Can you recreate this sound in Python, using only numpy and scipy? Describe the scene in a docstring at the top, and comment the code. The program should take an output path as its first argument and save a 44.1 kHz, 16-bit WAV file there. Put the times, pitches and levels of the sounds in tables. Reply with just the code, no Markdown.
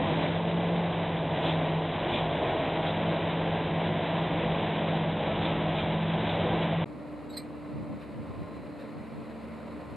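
"""A farm yard: a forage harvester chops straw. Its diesel and cutter drum drone and sag under load,
the blower roars, and wads of straw rasp through the knives. Then, abruptly, another yard: a tractor
runs some way off with a steel bale trailer whose dry pivot squeaks and whose loose parts chink,
while light gusts buffet the microphone."""
import sys
import numpy as np
from scipy.fft import rfft, irfft, next_fast_len
from scipy.io import wavfile
from scipy.ndimage import uniform_filter1d, map_coordinates

SR = 44100
rng = np.random.default_rng(int(sys.argv[2]) if len(sys.argv) > 2 else 0)


def wrap_up_sound(samples):
    """Save the sound to the file named by the first command line argument, as 16-bit audio."""
    columns = np.atleast_2d(samples).T
    # keep every value between -1 and 1, then stretch to whole-number steps
    tamed = np.clip(columns, -1, 1)
    steps = np.round(tamed * 32767).astype(np.int16)
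    wavfile.write(sys.argv[1], SR, steps)


N = 439234

HARVESTER_END_S, TRACTOR_START_S = 6.8455, 6.8555
# harvester speed, sagging under load: time_s, knife_rate_hz
KNIFE_RATE = [(0, 158.5), (.45, 169), (.7, 171), (1.2, 166.1), (1.62, 160.3), (2, 162.5), (2.38, 158.6),
              (2.62, 159.2), (3.2, 165.9), (3.55, 164.2), (4, 167), (4.5, 165), (4.9, 162.8), (5.2, 164.3),
              (5.5, 161.6), (5.8, 161.4), (6.25, 166), (6.84, 163.8)]
# straw flow, as blower loudness: time_s, level_db
FEED = [(0.0, -30.5), (0.19, -29), (0.42, -33.5), (1.05, -33), (1.27, -33.5), (1.47, -30), (1.85, -34),
        (2.17, -29.5), (2.28, -33), (2.4, -30), (3.69, -33), (4.02, -32), (4.69, -31.5), (5.16, -33.5),
        (5.31, -31.5), (6.02, -33.5), (6.48, -30), (6.84, -34.5)]
# thick wads passing the knives: time_s, level_db, half_length_s
WADS = [(1.476, -36.5, 0.065), (2.158, -37, 0.058), (2.88, -42, 0.05), (5.45, -39, 0.048),
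        (5.791, -41, 0.055), (6.3, -39.5, 0.046)]
# straw being cut: freq_hz, density_db
RASP_SPECTRUM = [(700, -11.5), (1200, -1.5), (1600, 4.5), (1800, 2.5), (2300, 4), (2600, 1.5), (3000, 2.5),
                 (3500, 2.5), (3900, -1), (4150, -21)]


def harvester_drone(rated_hz=165, hunt_hz=.2, drum_trim_db=.6, howl_db_per_hz=1.0, gears_db=-55.5):
    """Drum, diesel, blower and gears are belted together and follow one speed, which hunts a little."""
    # cutter drum hum: time_s, level_db
    drum_level = [(0, -34), (.25, -32.5), (1.25, -33), (1.42, -37.5), (1.55, -30.5), (1.85, -34),
                  (1.93, -41), (2.14, -52), (2.25, -33), (2.38, -50.5), (2.72, -42), (3.05, -32.5),
                  (3.5, -36), (3.85, -33), (4.75, -35.5), (4.95, -31.5), (5.33, -42), (5.5, -33),
                  (5.8, -37.5), (6.02, -30.5), (6.2, -33.5), (6.84, -31)]
    # exhaust lines: knife_order, level_db, overspeed_db_per_hz
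    diesel_lines = [(.3, -58.5, -.5), (.601, -46, 0), (.902, -43.5, 0.35), (1.71, -50, -0.8),
                    (2.236, -55, 0.5), (2.615, -49.5, 1), (2.72, -50, -0.9), (3, -49, 0.6)]
    # blower paddle tone: time_s, level_db
    paddle_level = [(0, -38), (.4, -42), (.75, -45), (2.6, -50), (2.97, -37.5), (3.3, -45.5), (4.5, -41.5),
                    (5.5, -40), (6.84, -41)]
    # knives howl as the engine lugs: start_s, end_s, order4_db, order5_db, order6_db, order8_db
    howls = [(2.38, 2.9, -38.8, -45.5, -50, -57), (5.24, 5.84, -52, -58, -58, -53)]
    speed_hz = curves(KNIFE_RATE)[0]
    overspeed_hz = speed_hz - rated_hz
    knives = angle(speed_hz + hunt_hz * wobble(7))
    drum_db = curves(drum_level)[0] + drum_trim_db + .9 * wobble(8)
    drum = amp(drum_db) * tone(knives, rough=.12, flutter_hz=20)
    diesel = np.zeros(N)
    for order, db, db_per_hz in diesel_lines:
        fade_db = 1.27 * order * wobble(4)  # higher lines come and go
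        line = tone(order * knives, rough=.22, flutter_hz=12)
        diesel += amp(db + db_per_hz * overspeed_hz + fade_db) * line
    paddles = amp(curves(paddle_level)[0]) * tone(1.284 * knives, rough=.33)
    howl_db = curves(FEED)[0] - 20 + howl_db_per_hz * overspeed_hz
    howl = amp(howl_db) * tone(4 * knives, rough=.32, flutter_hz=20)
    for start_s, end_s, *levels_db in howls:
        harmonics = sum(amp(db) * tone(order * knives, rough=.25, flutter_hz=25)
                        for order, db in zip((4, 5, 6, 8), levels_db))
        howl += hold(start_s, end_s, edge_s=.066) * harmonics
    gears = amp(gears_db) * tone(11.79 * knives, rough=.39)
    return drum + diesel + paddles + howl + gears


def blower(rumble_offset_db=-10.5, nearing_db_per_s=.33, flicker_db=.26, heave_db=1):
    """The spout roars and the panels rumble, louder with more straw; the rumble grows with nearness."""
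    # blower and spout: freq_hz, density_db
    roar_spectrum = [(130, -38.5), (220, -3.5), (242, -6), (279, -2), (334, 1), (399, -5.5), (436, -7),
                     (470, -4.5), (580, -0.65), (651, 0.6), (750, -2.5), (1010, -6), (1220, -17),
                     (1300, -23), (1690, -48.5), (2860, -120)]
    # body panels: freq_hz, density_db
    rumble_spectrum = [(15, -7), (30, 6), (50, 3.5), (90, 12), (130, 11.5), (175, 15), (230, -2),
                       (300, -15)]
    feed_db = curves(FEED)[0]
    roar = amp(feed_db + flicker_db * wobble(25)) * hiss(roar_spectrum)
    rumble_db = feed_db + rumble_offset_db + nearing_db_per_s * clock() + heave_db * wobble(3)
    return roar + amp(rumble_db) * hiss(rumble_spectrum)


def chopping(feed_offset_db=-8.5, nearing_db_per_s=.2, limit_db=-39, flicker_db=.73):
    """The knives' rasp grows with feed and nearness up to a limit; thick wads add brief surges."""
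    # a wad being cut: freq_hz, density_db
    wad_spectrum = [(700, -2.5), (1100, -0.5), (1700, -11.5), (2300, -2.5), (2800, -2.5), (3400, 3.5),
                    (3750, 2.5), (4100, -14.5)]
    level_db = np.minimum(curves(FEED)[0] + feed_offset_db + nearing_db_per_s * clock(), limit_db)
    rasp = amp(level_db + flicker_db * wobble(30)) * straw(RASP_SPECTRUM)
    return rasp + swells(WADS) * straw(wad_spectrum)


def straw(spectrum, snaps_per_s=2500, snap_db=-5, pulse_depth=.18):
    """Stalks snap by the thousand over a hiss of chaff; both pulse with the machine."""
    stalks = (rng.random(N) < snaps_per_s / SR) * rng.standard_normal(N)
    pulse = 1 + pulse_depth * np.cos(1.803 * angle(curves(KNIFE_RATE)[0]))
    return unit((hiss(spectrum) + amp(snap_db) * coloured(stalks, spectrum)) * pulse)


def hard_bits(crack_rise_s=.00035, crack_t60_s=.013, ping_rise_s=.009, ping_t60_s=.14):
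    """Hard bits crack in the knives or ring the feed housing with a rough clang."""
    # bits snapping: time_s, level_db
    snaps = [(.514, -33), (2.002, -35), (2.048, -31.5), (4.964, -37)]
    # lumps striking the housing: time_s, lower_mode_db, upper_mode_db
    strikes = [(1.49, -49, -42), (2.148, -41.5, -39.5), (5.45, -49, -46), (5.79, -39.5, -47)]
    # housing modes: lower_hz, upper_hz
    housing_hz = (2400, 3440)
    cracks = sum(burst(s, db, crack_rise_s, crack_t60_s) for s, db in snaps) * hiss(RASP_SPECTRUM)
    pings = np.zeros(N)
    for time_s, *levels_db in strikes:
        for hz, db in zip(housing_hz, levels_db):
            mode = tone(2 * np.pi * hz * clock(), rough=.45, flutter_hz=120)
            pings += burst(time_s, db, ping_rise_s, ping_t60_s) * mode
    return cracks + pings


def fizz(feed_offset_db=-54.5, wad_offset_db=-51):
    """A faint high fizz that rises and falls with the straw flow and the wads."""
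    # fizz: freq_hz, density_db
    spectrum = [(5600, -14), (6500, -4.5), (7500, 2), (7900, -6), (8300, -21), (11400, -12.5)]
    envelope = amp(curves(FEED)[0] + feed_offset_db) + amp(wad_offset_db) * swells(WADS)
    return envelope * hiss(spectrum)


def tractor(hum_hz=70, engine_db=-45, clatter_db=-58, growth_db_per_s=.95, knock_depth=.056):
    """Exhaust harmonics over engine noise; the clatter swells with every firing and slowly grows."""
    # engine speed: time_s, firing_hz
    firing_rate = [(6.86, 74.5), (7.3, 74.65), (8.4, 73.9), (8.75, 73.85), (9.1, 74.1), (9.3, 74.85),
                   (9.55, 74.95), (9.96, 74.5)]
    # a separate hum fades as the firing note comes up: time_s, hum_db, firing_db
    bass_levels = [(6.86, -61, -70), (8.55, -56, -67), (8.95, -66, -71), (9.3, -72, -56), (9.96, -70, -54)]
    # third exhaust harmonic: time_s, level_db
    third_level = [(6.86, -57), (7.6, -56), (7.9, -47.5), (8.3, -61), (8.85, -53.5), (9.15, -48.5),
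                   (9.5, -46), (9.96, -55)]
    # fourth exhaust harmonic: time_s, level_db
    fourth_level = [(6.86, -46.5), (7.3, -44), (7.9, -45), (8.4, -54.5), (8.75, -45.5), (9.1, -52.5),
                    (9.55, -51.5), (9.75, -47), (9.96, -54)]
    # engine noise: freq_hz, density_db
    engine_spectrum = [(30, -28), (55, -26), (85, -23), (150, -3.5), (260, -1.5), (370, -8), (520, -3),
                       (620, -6), (800, -13.5), (1020, -11), (1300, -23), (1800, -43)]
    # engine clatter: freq_hz, density_db
    clatter_spectrum = [(800, -9), (1300, 4.5), (1600, -1.5), (2000, 1.5), (2600, -3.5), (3300, -13),
                        (4100, -9), (5000, -19.5), (5900, -30), (7500, -22.5), (10500, -25), (13500, -33)]
    firing = angle(curves(firing_rate)[0])
    hum_db, firing_db = curves(bass_levels)
    third_db, fourth_db = curves(third_level)[0], curves(fourth_level)[0]
    harmonics = ((1, firing_db), (3, third_db), (4, fourth_db), (8, fourth_db - 9))
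    exhaust = sum(amp(db) * tone(order * firing, rough=.23, flutter_hz=22) for order, db in harmonics)
    hum = amp(hum_db) * tone(angle(hum_hz + .39 * wobble(1.57)), rough=.12)
    engine = amp(engine_db + .53 * wobble(35)) * rush(engine_spectrum, side_db=-8.5)
    growth_db = growth_db_per_s * (clock() - TRACTOR_START_S)
    knock = 1 + knock_depth * np.cos(firing)
    clatter = amp(clatter_db + growth_db + .66 * wobble(70)) * knock * rush(clatter_spectrum, side_db=-11)
    return exhaust + hum + engine + clatter


def pivot_squeaks(jitter=.008, wander=.003, grate=.33, pan_db=1.2):
    """A dry pivot sticks and slips: a shrill, grating, unsteady note with two overtones and a scrape."""
    # slips: peak_s, pitch_hz, level_db, rise_s, t60_s, overtone_db, scrape_db
    slips = [(7.309, 3880, -52, 0.012, 0.15, -7, -12), (7.341, 4260, -46, 0.011, 0.24, -27, -13),
             (7.375, 4110, -36, 0.006, 0.095, -5, -7.5)]
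    # pivot scrape: freq_hz, density_db
    scrape_spectrum = [(1200, -27), (2000, 10.5), (3000, -8.5), (4200, 10), (4800, 6.5), (5800, -22),
                       (7300, -12), (8200, -1), (9500, -13), (11500, -13), (12400, -12), (13500, -16.5)]
    scrape = hiss(scrape_spectrum)
    waver = jitter * wobble(500) + wander * wobble(70)
    grip = unit(1 + grate * wobble(600))
    squeaks = np.zeros(N)
    for peak_s, hz, db, rise_s, t60_s, overtone_db, scrape_db in slips:
        phase = angle(hz * (1 + waver))
        overtones = np.sin(2 * phase) + amp(-6) * np.sin(3.03 * phase)
        note = np.sin(phase) + amp(overtone_db) * overtones
        squeaks += burst(peak_s, db, rise_s, t60_s) * (grip * note + amp(scrape_db) * scrape)
    return squeaks * amp([[-pan_db], [pan_db]])


def joint_clanks(rise_s=.004):
    """The trailer's steel joint rings briefly as it slips free."""
    # joint letting go: time_s, level_db
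    releases = [(7.372, -56), (7.398, -58)]
    # joint modes: freq_hz, gain_db, t60_s
    joint_modes = [(2020, -3, .14), (2340, 1, .14), (4060, 0, 0.14), (4285, 3, .08), (4484, -3, .09),
                   (4775, -6, .07), (8269, -8, .2)]
    clanks = np.zeros(N)
    for hz, gain_db, t60_s in joint_modes:
        envelope = sum(burst(s, db + gain_db, rise_s, t60_s) for s, db in releases)
        clanks += envelope * tone(2 * np.pi * hz * clock(), rough=.59, flutter_hz=150)
    return clanks


def trailer_chinks():
    """Loose steel parts touch on the trailer."""
    # contacts: peak_s, level_db, rise_s, t60_s
    contacts = [(8.02, -53.5, .014, .22), (8.812, -55, .026, .3)]
    # ringing steel: freq_hz, density_db
    steel_spectrum = [(900, -10), (1200, 9), (1500, 2), (1780, 10), (2000, -4.5), (2350, 6), (2650, 4),
                      (3000, -1), (3300, -11), (3800, 5), (4200, -5), (5000, -13), (6000, -24), (8000, -20),
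                      (12000, -20)]
    return sum(burst(*contact) for contact in contacts) * rush(steel_spectrum, side_db=-12)


def drive_whistles(whistle_hz=1050, idle_db=-69, build_db_per_s=17):
    """Two thin tones from the drive: a whistle that builds and stops short, and a faint rising whine."""
    # whistle surges: start_s, end_s, final_db
    surges = [(8.222, 8.567, -54), (9.798, 9.892, -56)]
    # whine loudness: time_s, level_db
    whine_level = [(6.86, -81), (8.25, -82), (8.45, -72.5), (8.6, -71), (8.72, -77), (8.93, -75.5),
                   (9.05, -84), (9.96, -85)]
    # whine glide: time_s, pitch_hz
    whine_pitch = [(6.86, 4000), (8.37, 4002), (8.58, 4050), (8.8, 4130), (8.95, 4200), (9.96, 4230)]
    swell = sum(hold(start_s, end_s, edge_s=.03) * amp(db - build_db_per_s * abs(end_s - clock()))
                for start_s, end_s, db in surges)
    whistle = tone(angle(whistle_hz + 1.4 * wobble(5)), rough=.14, flutter_hz=60)
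    whine = tone(angle(curves(whine_pitch)[0] + 3 * wobble(9)), rough=.22, flutter_hz=40)
    return (amp(idle_db) + swell) * whistle + amp(curves(whine_level)[0]) * whine


def wind(breeze_db=-49, smooth_s=.039):
    """Short puffs rise out of a diffuse breeze and thud softly on the microphone."""
    # puffs: time_s, level_db, half_length_s
    gusts = [(7.75, -37, 0.03), (7.812, -37.5, 0.041), (7.9, -39, .02), (7.945, -38, 0.031),
             (8.19, -37.5, 0.055), (8.305, -36, 0.019), (8.405, -35.5, 0.042), (8.58, -45, 0.054),
             (8.98, -42, .05), (9.18, -41, 0.049), (9.94, -43.5, 0.049)]
    # buffeting: freq_hz, density_db
    buffet_spectrum = [(20, -27), (50, -22), (80, -3.5), (120, 1.5), (155, 2.5), (210, -1), (300, -5.5),
                       (450, -17.5), (800, -29), (1500, -42)]
    buffet = rush(buffet_spectrum, side_db=1.5)
    running_rms = np.sqrt(np.abs(uniform_filter1d(buffet ** 2, int(smooth_s * SR))) + 1e-6)
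    return np.hypot(amp(breeze_db), swells(gusts)) * buffet / running_rms


def amp(db):
    """Decibels to gain."""
    return 10 ** (np.asarray(db) / 20)


def unit(x):
    """Scale to rms 1."""
    return x / np.sqrt(np.mean(x ** 2) + 1e-20)


def clock():
    """Sample times in seconds."""
    return np.arange(N) / SR


def curves(rows):
    """One value per sample for each column after the time."""
    times_s, *columns = np.transpose(rows)
    return [np.interp(clock(), times_s, column) for column in columns]


def wobble(rate_hz):
    """A smooth random curve, rate_hz knots a second."""
    knots = rng.standard_normal(int(N * rate_hz / SR) + 4)
    return map_coordinates(knots, [np.arange(N) * rate_hz / SR])


def angle(hz):
    """Running phase in radians."""
    return 2 * np.pi * np.cumsum(hz) / SR


def tone(phase, rough, flutter_hz=14):
    """A line of rms 1 whose strength and phase waver."""
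    phase = phase + rng.uniform(0, 2 * np.pi)
    in_phase = (1 + rough * wobble(flutter_hz)) * np.sin(phase)
    return unit(in_phase + rough * wobble(flutter_hz) * np.cos(phase))


def filtered(x, response):
    """x through a gain given as a function of Hz."""
    size = next_fast_len(N + 8192)
    return irfft(rfft(x, size) * response(np.fft.rfftfreq(size, 1 / SR)), size)[..., :N]


def coloured(x, spectrum):
    """x at rms 1, shaped by a spectrum that drops 60 dB in the octave beyond each end."""
    freq_hz, db = np.transpose(spectrum)
    freq_hz = np.r_[freq_hz[0] / 2, freq_hz, freq_hz[-1] * 2]
    db = np.r_[db[0] - 60, db, db[-1] - 60]
    return unit(filtered(x, lambda hz: amp(np.interp(np.log(hz + 1), np.log(freq_hz), db))))


def hiss(spectrum):
    """Coloured noise of rms 1."""
    return coloured(rng.standard_normal(N), spectrum)


def rush(spectrum, side_db):
    """Stereo noise: a common part of rms 1 plus a part opposite in the two ears."""
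    return hiss(spectrum) + amp(side_db) * hiss(spectrum) * np.array([[1], [-1]])


def burst(peak_s, db, rise_s, t60_s):
    """An envelope that swells to a peak and dies away."""
    t = clock() - peak_s
    return amp(db - 60 * np.maximum(t, 0) / t60_s) * np.exp(-(np.minimum(t, 0) / rise_s) ** 2)


def swells(rows):
    """A sum of bell-shaped envelopes."""
    return sum(amp(db) * np.exp(-((clock() - s) / half_s) ** 2) for s, db, half_s in rows)


def hold(start_s, end_s, edge_s):
    """An envelope that rises, holds and falls."""
    return np.clip(.5 + np.minimum(clock() - start_s, end_s - clock()) / edge_s, 0, 1)


def scene(harvester_top_hz=4150, fade_s=.003):
    """First the harvester, dull-topped and central, then all at once the tractor yard."""
    harvester = harvester_drone() + blower() + chopping() + hard_bits()
    harvester = filtered(harvester, lambda hz: 1 / np.sqrt(1 + (hz / harvester_top_hz) ** 160))
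    yard = tractor() + drive_whistles() + trailer_chinks() + pivot_squeaks() + joint_clanks() + wind()
    fade_out = np.clip((HARVESTER_END_S - clock()) / fade_s, 0, 1)
    fade_in = np.clip((clock() - TRACTOR_START_S) / fade_s, 0, 1)
    return (harvester + fizz()) * fade_out + yard * fade_in


def record(dry, bass_cut_hz=30, top_hz=13500):
    """Thin the deepest bass and keep nothing above the band limit."""
    return filtered(dry, lambda hz: (hz < top_hz) * hz ** 2 / np.hypot(hz ** 2, bass_cut_hz ** 2))


dry = scene()
out = record(dry)
wrap_up_sound(out)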